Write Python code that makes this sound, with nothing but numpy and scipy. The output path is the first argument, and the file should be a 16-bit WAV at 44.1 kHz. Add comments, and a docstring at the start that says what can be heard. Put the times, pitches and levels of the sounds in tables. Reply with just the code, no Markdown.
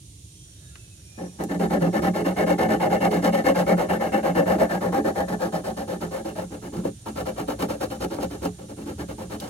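"""Outdoors, close by: insects sing steadily over a low rumble and soft hiss; a few thin far whistles glide early on.
Clothes begin to rustle. A hand then rubs folded coarse sandpaper over a rib of a wooden boat, nine strokes a second:
first on its top, then gradually down towards its foot, with a short pause on the way. The grit plucks the rib, which
rings the plank hull; the paper rasps and snaps. Filtered noise, random grit clicks and short pushes drive ringing
modes and bands; the whistles are gliding sines."""
import sys
import numpy as np
from scipy import signal
from scipy.fft import rfft, irfft, next_fast_len
from scipy.io import wavfile
from scipy.ndimage import uniform_filter1d

SR = 44100
rng = np.random.default_rng(int(sys.argv[2]) if len(sys.argv) > 2 else 0)


def generate_wav(sig):
    """Save sig (samples, or channels by samples) to the path in sys.argv[1] as 16-bit PCM at SR."""
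    pcm = np.round(np.clip(np.atleast_2d(sig).T, -1, 1) * 32767).astype(np.int16)
    wavfile.write(sys.argv[1], SR, pcm)


N = 418509
TIME_S = np.arange(N) / SR
TOP_HZ = 15850
REST_S = 0.2  # a longer wait for the next stroke is a rest
LIFT_DB = -15.5  # before a rest the hand lifts off: change of force over the stroke

# strokes, push and pull in turn, push first: [start_s, length_s, mid_force_db]
STROKES = [(1.172, 0.13, -40.5), (1.386, 0.07, -26.5), (1.484, 0.09, -27.5), (1.591, 0.086, -21.5),
           (1.694, 0.092, -21), (1.799, 0.098, -24.5), (1.923, 0.082, -19.5), (2.013, 0.1, -21.5),
           (2.132, 0.099, -22), (2.239, 0.096, -22.5), (2.356, 0.096, -20), (2.459, 0.1, -20),
           (2.577, 0.094, -16.5), (2.681, 0.1, -20.5), (2.793, 0.09, -18.5), (2.894, 0.098, -19.5),
           (3.002, 0.089, -16.5), (3.103, 0.106, -19.5), (3.218, 0.089, -17), (3.319, 0.11, -21),
           (3.438, 0.094, -17.5), (3.543, 0.1, -18), (3.66, 0.095, -17.5), (3.763, 0.1, -19.5),
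           (3.884, 0.1, -18.5), (3.993, 0.11, -20.5), (4.116, 0.1, -21.0), (4.224, 0.103, -18.5),
           (4.344, 0.1, -19), (4.452, 0.12, -18.5), (4.578, 0.1, -18.5), (4.689, 0.097, -19.5),
           (4.803, 0.11, -23.5), (4.918, 0.097, -20), (5.039, 0.092, -21.5), (5.149, 0.097, -20.5),
           (5.276, 0.094, -24.5), (5.387, 0.11, -23.5), (5.519, 0.096, -25), (5.634, 0.092, -26),
           (5.761, 0.095, -28.5), (5.869, 0.11, -28.5), (6.002, 0.086, -29), (6.105, 0.12, -27.0),
           (6.242, 0.096, -31.5), (6.348, 0.11, -28.5), (6.502, 0.09, -35.5), (6.614, 0.083, -33),
           (6.718, 0.12, -35), (6.833, 0.078, -34.5), (7.055, 0.067, -31.5), (7.152, 0.085, -24.5),
           (7.251, 0.078, -27.5), (7.359, 0.09, -29), (7.471, 0.086, -28), (7.586, 0.083, -25),
           (7.678, 0.093, -28.5), (7.798, 0.077, -24), (7.897, 0.081, -30), (7.998, 0.076, -26.5),
           (8.096, 0.1, -31.0), (8.193, 0.082, -26.5), (8.296, 0.088, -33.5), (8.416, 0.08, -28),
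           (8.578, 0.092, -43.5), (8.68, 0.064, -40), (8.762, 0.12, -41.0), (8.856, 0.084, -32.5),
           (8.978, 0.073, -32), (9.078, 0.068, -33.5), (9.175, 0.1, -35.5), (9.295, 0.081, -28.5),
           (9.402, 0.13, -33.5)]
# stroke along the rib: [place (0 top .. 1 foot), push_rise_db, pull_rise_db, push_over_pull_bass_db]
STROKE_FORM = [(0, 10, 0, -0.5), (.15, -6, 5.5, 3), (1, -5, -3.5, 0)]
# tone drift relative to the scrape: [time_s, bass_db, rasp_db]
TONE_DRIFT = [(1.2, 6, -20), (1.65, 2.5, -21), (2.2, 0.5, -20), (2.8, -1, -21.5), (3.4, -3.5, -18.5),
              (3.85, -6, -24), (4.9, -3, -23.5), (5.6, -3, -17), (6.35, -3, -18), (6.78, 4, -16),
              (7.1, -4, -18), (7.6, -4.5, -15), (8.1, -2, -14), (8.7, 5.5, -15), (9.35, -4, -16)]
# working place: [time_s, place (0 top .. 1 foot), ring_above_2khz_db]
HAND_PLACE = [(1.2, 0.021, -3.5), (3, 0.01, 2), (4.4, 0.16, 0), (5.3, 0.14, -17), (6.4, 0.42, -1),
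              (6.85, 0.7, -1), (7.2, 0.69, 0.5)]
# paper snags and jolts the wood: [start_s, relative_db, contact_s]
BUMPS = [(6.769, 1.5, 0.0058), (6.851, -7.5, 0.0013), (7.401, -11.5, 0.0022), (7.486, -14, 0.00058),
         (7.624, -13, 0.00035), (8.046, -12, 0.0012), (8.185, -14.5, 0.00041), (8.455, -16, 0.001)]
# rib and hull modes, relative levels:
# [mode_hz, width_hz, top_db, foot_db, left_minus_right_db, left_lead_rad]
HULL_MODES = [(179, 11, -1, -7, -2, .1), (216, 11, -5, -6, 1, .2), (287, 21, -8, -4, 0, .1),
              (331, 34, -13, -10, -3, -.2), (371, 26, -13, -15, -5, -.9), (423, 16, -13, -10, -7, 0),
              (513, 30, -12, -14, 13, 1.1), (540, 30, -5, -5, 2, 2), (570, 26, -14, -20, 3, 0),
              (624, 25, -10, -17, 0, -1), (686, 24, -18, -24, -16, -1.2), (747, 22, -14, -18, -2, .1),
              (793, 25, -8, -19, 1, .7), (845, 38, -18, -22, 0, -.1), (886, 70, -20, -19, -3, -1.4),
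              (1082, 56, -24, -34, -6, 1.3), (1147, 48, -36, -20, 13, -3.1), (1233, 45, -22, -30, -5, 2.1),
              (1355, 76, -28, -22, 9, 2.6), (1496, 57, -29, -35, 6, 1.9), (1634, 40, -28, -30, 16, 2.5),
              (1766, 38, -17, -29, 9, 3.1), (1950, 50, -27, -45, -9, -2.6), (2158, 75, -25, -39, -1, .6),
              (2322, 72, -45, -31, 9, 2.2), (2750, 60, -28, -31, -3, -1.4), (2960, 55, -33, -32, -3, 0)]
# wood between the clear modes, spectrum: [freq_hz, relative_db_per_hz]
TIMBER_SPECTRUM = [(250, -7), (450, 2.5), (850, -1.5), (1300, -2.5), (2000, -7), (2400, -14), (4500, -24)]
# paper rasp, spectrum: [freq_hz, relative_db_per_hz]
RASP_SPECTRUM = [(1500, -15), (2200, -1.5), (3000, 7.5), (3500, 2.5), (4400, 4.5), (5400, 1), (7000, -2),
                 (8800, 0), (10000, -4.5), (12000, -0.5), (13500, -12.5), (16000, -10.5)]
# stiff paper crackles: [start_s, onset_level_db, centre_hz]
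CRACKLES = [(0.755, -40.5, 1780), (1.437, -35, 8800), (9.4, -34.5, 4040), (9.402, -38, 10900)]
# insect choruses: [centre_hz, nominal_width_hz, level_db, left_minus_right_db]
INSECTS = [(5850, 430, -62.5, -3), (6930, 770, -59, -6), (8760, 580, -58.5, -9), (10580, 1050, -61, 2)]
# thin far whistles, probably birds: [start_s, length_s, from_hz, to_hz, level_db]
WHISTLES = [(.2, .5, 5680, 5920, -61), (.3, .3, 3220, 3160, -62), (.5, .25, 3800, 3660, -64),
            (.57, .14, 1690, 1670, -64), (.67, .1, 1420, 1360, -65), (.66, .35, 2720, 2520, -63),
            (.93, .5, 5450, 5780, -58), (.97, .36, 2370, 2500, -61), (1.75, .4, 5500, 5750, -59)]
# rumble and hiss, spectrum: [freq_hz, relative_db_per_hz]
AIR_SPECTRUM = [(20, -28), (40, -13), (68, 3), (85, -1.5), (105, 3.5), (160, -4), (230, -18), (320, -14.5),
                (600, -34.5), (1500, -44.5), (2700, -31), (3700, -27), (11000, -39), (13000, -40),
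                (16000, -51)]


def undb(db):
    """Decibels to gain."""
    return 10 ** (np.asarray(db) / 20)


def unit(x):
    """Scale to rms 1."""
    return x / np.sqrt(np.mean(x ** 2))


def pan(left_minus_right_db):
    """Left and right gains for a level difference."""
    return undb(np.array([[left_minus_right_db], [-left_minus_right_db]]) / 2)


def along(table, at):
    """Read the columns of a table at a value of its first column."""
    first, *columns = np.transpose(table)
    return [np.interp(at, first, column) for column in columns]


def add(out, start_s, x):
    """Mix a short sound in at its time."""
    i = max(int(start_s * SR), 0)
    out[..., i:i + x.shape[-1]] += x[..., :max(N - i, 0)]


def walk(rate_hz):
    """Random course of rms near 1: straight lines between rate_hz new values a second."""
    points = rng.standard_normal(4096)
    # interpolation loses a third of the power
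    return np.interp(TIME_S * rate_hz, np.arange(len(points)), points) * np.sqrt(3 / 2)


def colour(x, spectrum):
    """Filter by (Hz, dB) points, joined on a log frequency axis."""
    size = next_fast_len(N)
    freq_hz, level_db = np.transpose(spectrum)
    bin_hz = np.maximum(np.fft.rfftfreq(size, 1 / SR), 1)
    gain = undb(np.interp(np.log(bin_hz), np.log(freq_hz), level_db))
    return irfft(rfft(x, size) * gain, size)[..., :N]


def band(x, centre_hz, width_hz):
    """One broad resonance, gain 1 at its centre."""
    b, a = signal.iirpeak(centre_hz, centre_hz / width_hz, fs=SR)
    return signal.lfilter(b, a, x)


def double_band(x, centre_hz, width_hz):
    """Two equal resonances in series: steeper skirts."""
    return band(band(x, centre_hz, width_hz), centre_hz, width_hz)


def scatter(x, t60_s):
    """Dense short ring by separate random paths to each ear; t60_s holds before the peaks are flattened."""
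    t = TIME_S[:8192]
    paths = rfft(rng.standard_normal((2, len(t))) * undb(-60 * t / t60_s))
    # the square root of the magnitude leaves only mild peaks and dips
    tails = irfft(paths / np.sqrt(np.abs(paths)))[:, :len(t) // 2]
    return np.array([signal.oaconvolve(x, tail / np.linalg.norm(tail))[:N] for tail in tails])


def sanding():
    """Grit drives the hull's clear modes, the dense modes between them and the rasp of the paper."""
    place, bright_db = along(HAND_PLACE, TIME_S)
    place = np.clip(place, 0, 1)
    scrape, bass, rasp = hand(place)
    grains = grit(per_s=4000, spread_db=1.0)

    timber_drive = unit(colour(grains, TIMBER_SPECTRUM)) * scrape
    timber = undb(-15.0 + 4.7 * place) * scatter(timber_drive, t60_s=0.05)
    paper_drive = unit(colour(grit(per_s=4000, spread_db=2.0), RASP_SPECTRUM)) * rasp
    paper = pan(-6.5) * scatter(paper_drive, t60_s=0.017)

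    near = flex(hull(scrape, bass, place, bright_db)) + timber + paper + rocking(grains, bass, place)
    # a faint echo returns from the far planks and the garden
    return near + undb(-24) * scatter(near.mean(axis=0), t60_s=0.2)


def hand(place, early=0.67, scrape_curve=1.0, bass_curve=0.35, rasp_curve=1.17, snag_db=5, snag_s=0.015):
    """Strength of scrape, bass and rasp: brisk start, slowing, turn; the treble needs the most speed."""
    out = np.zeros((3, N))
    waits_s = np.diff(np.array(STROKES)[:, 0], append=N / SR)
    for k, ((start_s, length_s, force_db), wait_s) in enumerate(zip(STROKES, waits_s)):
        # the arm bears down differently going out and coming back
        push_rise_db, pull_rise_db, push_bass_db = along(STROKE_FORM, np.interp(start_s, TIME_S, place))
        is_pull = k % 2
        rise_db = pull_rise_db if is_pull else push_rise_db
        lean_db = -0.5 * push_bass_db if is_pull else 0.5 * push_bass_db
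        if wait_s > REST_S:
            rise_db = LIFT_DB
        bass_db, rasp_db = along(TONE_DRIFT, start_s)
        way = np.linspace(0, 1, int(length_s * SR))
        speed = np.abs(np.sin(np.pi * way ** early))
        force = undb(force_db + rise_db * (way - 0.5))
        scrape = speed ** scrape_curve
        bass = undb(bass_db + lean_db) * speed ** bass_curve
        rasp = undb(rasp_db) * speed ** rasp_curve
        add(out, start_s, force * np.array([scrape, bass, rasp]))
    # the paper grips and slips unevenly, more so in the cramped corner at the foot
    grip_db = (1.3 + 0.58 * place) * walk(rate_hz=90) + 1.11 * walk(rate_hz=410)
    for start_s, _, _ in BUMPS:
        add(grip_db, start_s - snag_s / 2, snag_db * np.hanning(int(snag_s * SR)))
    # it never quite leaves the wood: a faint drag fills the turns
    drag = undb(-20 + 2.1 * place) * uniform_filter1d(out, size=9000)
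    return np.hypot(out, drag) * undb(grip_db)


def grit(per_s, spread_db):
    """Grains that snag and tear free at random: many weak, a few strong."""
    hit = rng.random(N) < per_s / SR
    sign = rng.choice([-1, 1], N)
    strength = undb(spread_db * np.minimum(rng.exponential(size=N), 2 * np.pi))
    return unit(hit * sign * strength)


def hull(scrape, bass, place, bright_db, bass_below_hz=450, bright_above_hz=2050,
         patchy_db=2.5, gain_db=27, skirt=4.5):
    """Friction rings the modes; their shares change as the contact moves along the rib."""
    out, knocks = np.zeros((2, N)), bumps()
    for mode_hz, width_hz, top_db, foot_db, pan_db, lead_rad in HULL_MODES:
        share_db = gain_db + top_db + (foot_db - top_db) * place
        share_db = share_db + bright_db * (mode_hz > bright_above_hz) + patchy_db * walk(rate_hz=16)
        # thousands of grains lie spread over the contact: each mode feels its own sum
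        force = rng.standard_normal(N) * (bass if mode_hz < bass_below_hz else scrape) + knocks
        drive = band(undb(share_db) * force, mode_hz, skirt * width_hz)
        pole = np.exp((2j * mode_hz - width_hz) * np.pi / SR)
        ring = signal.lfilter([2 * (1 - abs(pole))], [1, -pole], drive)
        # different planks face the two ears: own level and lag per mode
        phase = np.exp(0.5j * lead_rad * np.array([[1], [-1]]))
        out += (pan(pan_db) * phase * ring).real
    return out


def bumps(gain_db=19):
    """Short pushes on the wood; a longer contact is duller."""
    out = np.zeros(N)
    for start_s, relative_db, contact_s in BUMPS:
        push = np.hanning(int(contact_s * SR) + 2)
        add(out, start_s, undb(relative_db + gain_db) * push / push.sum())
    return out


def flex(x, sway_s=0.0003):
    """The changing pressure of the hand pulls the ring slightly up and down in pitch: a wavering delay."""
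    bent_s = TIME_S + sway_s * walk(rate_hz=12)
    return np.array([np.interp(bent_s, TIME_S, ear) for ear in x])


def rocking(grains, bass, place):
    """The pushing arm rocks the whole boat, most when low on the rib: grit through low resonances."""
    low = unit(band(band(grains, 61.0, 22), 82, 11.5))
    high = unit(double_band(grains, 107, 42))
    return (low + high) * uniform_filter1d(bass, size=4000) * undb(-23.0 + 18 * place)


def crackles(decay_s=0.0075):
    """Dry snaps of the folded paper: noise bands with a sudden onset and exponential decay."""
    out, t = np.zeros((2, N)), TIME_S[:2048]
    for start_s, level_db, centre_hz in CRACKLES:
        snap = double_band(rng.standard_normal((2, len(t))), centre_hz, centre_hz)
        add(out, start_s, undb(level_db) * unit(snap) * np.exp(-t / decay_s))
    return out


def rustle(from_s=0.36, full_s=0.49, low_hz=560, high_hz=1600):
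    """Clothes brush softly as the worker reaches for the rib: two noise bands fade in and stay."""
    folds = 0
    for centre_hz in (low_hz, high_hz):
        folds = folds + unit(double_band(rng.standard_normal((2, N)), centre_hz, centre_hz / 2))
    fade = np.interp(TIME_S, [from_s, full_s], [0, 1])
    return folds * fade * undb(-70.5 + 2 * walk(rate_hz=20))


def insects(flicker_db=0.7):
    """Many far insects merge into steady shrill bands of noise."""
    out = 0
    for centre_hz, width_hz, level_db, pan_db in INSECTS:
        # two passes narrow the band, so each is made wider
        chorus = unit(double_band(rng.standard_normal((2, N)), centre_hz, width_hz * 1.25))
        out = out + chorus * pan(pan_db) * undb(level_db + flicker_db * walk(rate_hz=30))
    return out


def whistles(waver=0.0056):
    """Slow, wavering sine glides, smeared by the trees."""
    out, wobble = np.zeros(N), 1 + waver * walk(rate_hz=170)
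    for start_s, length_s, from_hz, to_hz, level_db in WHISTLES:
        n = int(length_s * SR)
        pitch_hz = np.linspace(from_hz, to_hz, n) * wobble[:n]
        tone = np.sin(2 * np.pi * np.cumsum(pitch_hz) / SR)
        add(out, start_s, undb(level_db) * np.sqrt(2 * np.hanning(n)) * tone)
    return scatter(out, t60_s=0.34)


def air(apart_hz=550):
    """Far rumble, alike in both ears, under a soft hiss of foliage that differs between them."""
    mid, side = rng.standard_normal((2, N))
    side = signal.sosfilt(signal.butter(2, apart_hz, "high", fs=SR, output="sos"), side)
    both = unit(colour(mid + side * np.array([[1], [-1]]), AIR_SPECTRUM))
    return both * pan(-2.1) * undb(-46.5 + 0.32 * walk(rate_hz=4.0))


def scene():
    """The sanding close by, the garden behind it."""
    return sanding() + crackles() + rustle() + insects() + whistles() + air()


def record(dry):
    """Steep low-pass: nothing audible remains far above TOP_HZ."""
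    return signal.sosfilt(signal.ellip(10, 0.2, 80, TOP_HZ, fs=SR, output="sos"), dry)


dry = scene()
out = record(dry)
generate_wav(out)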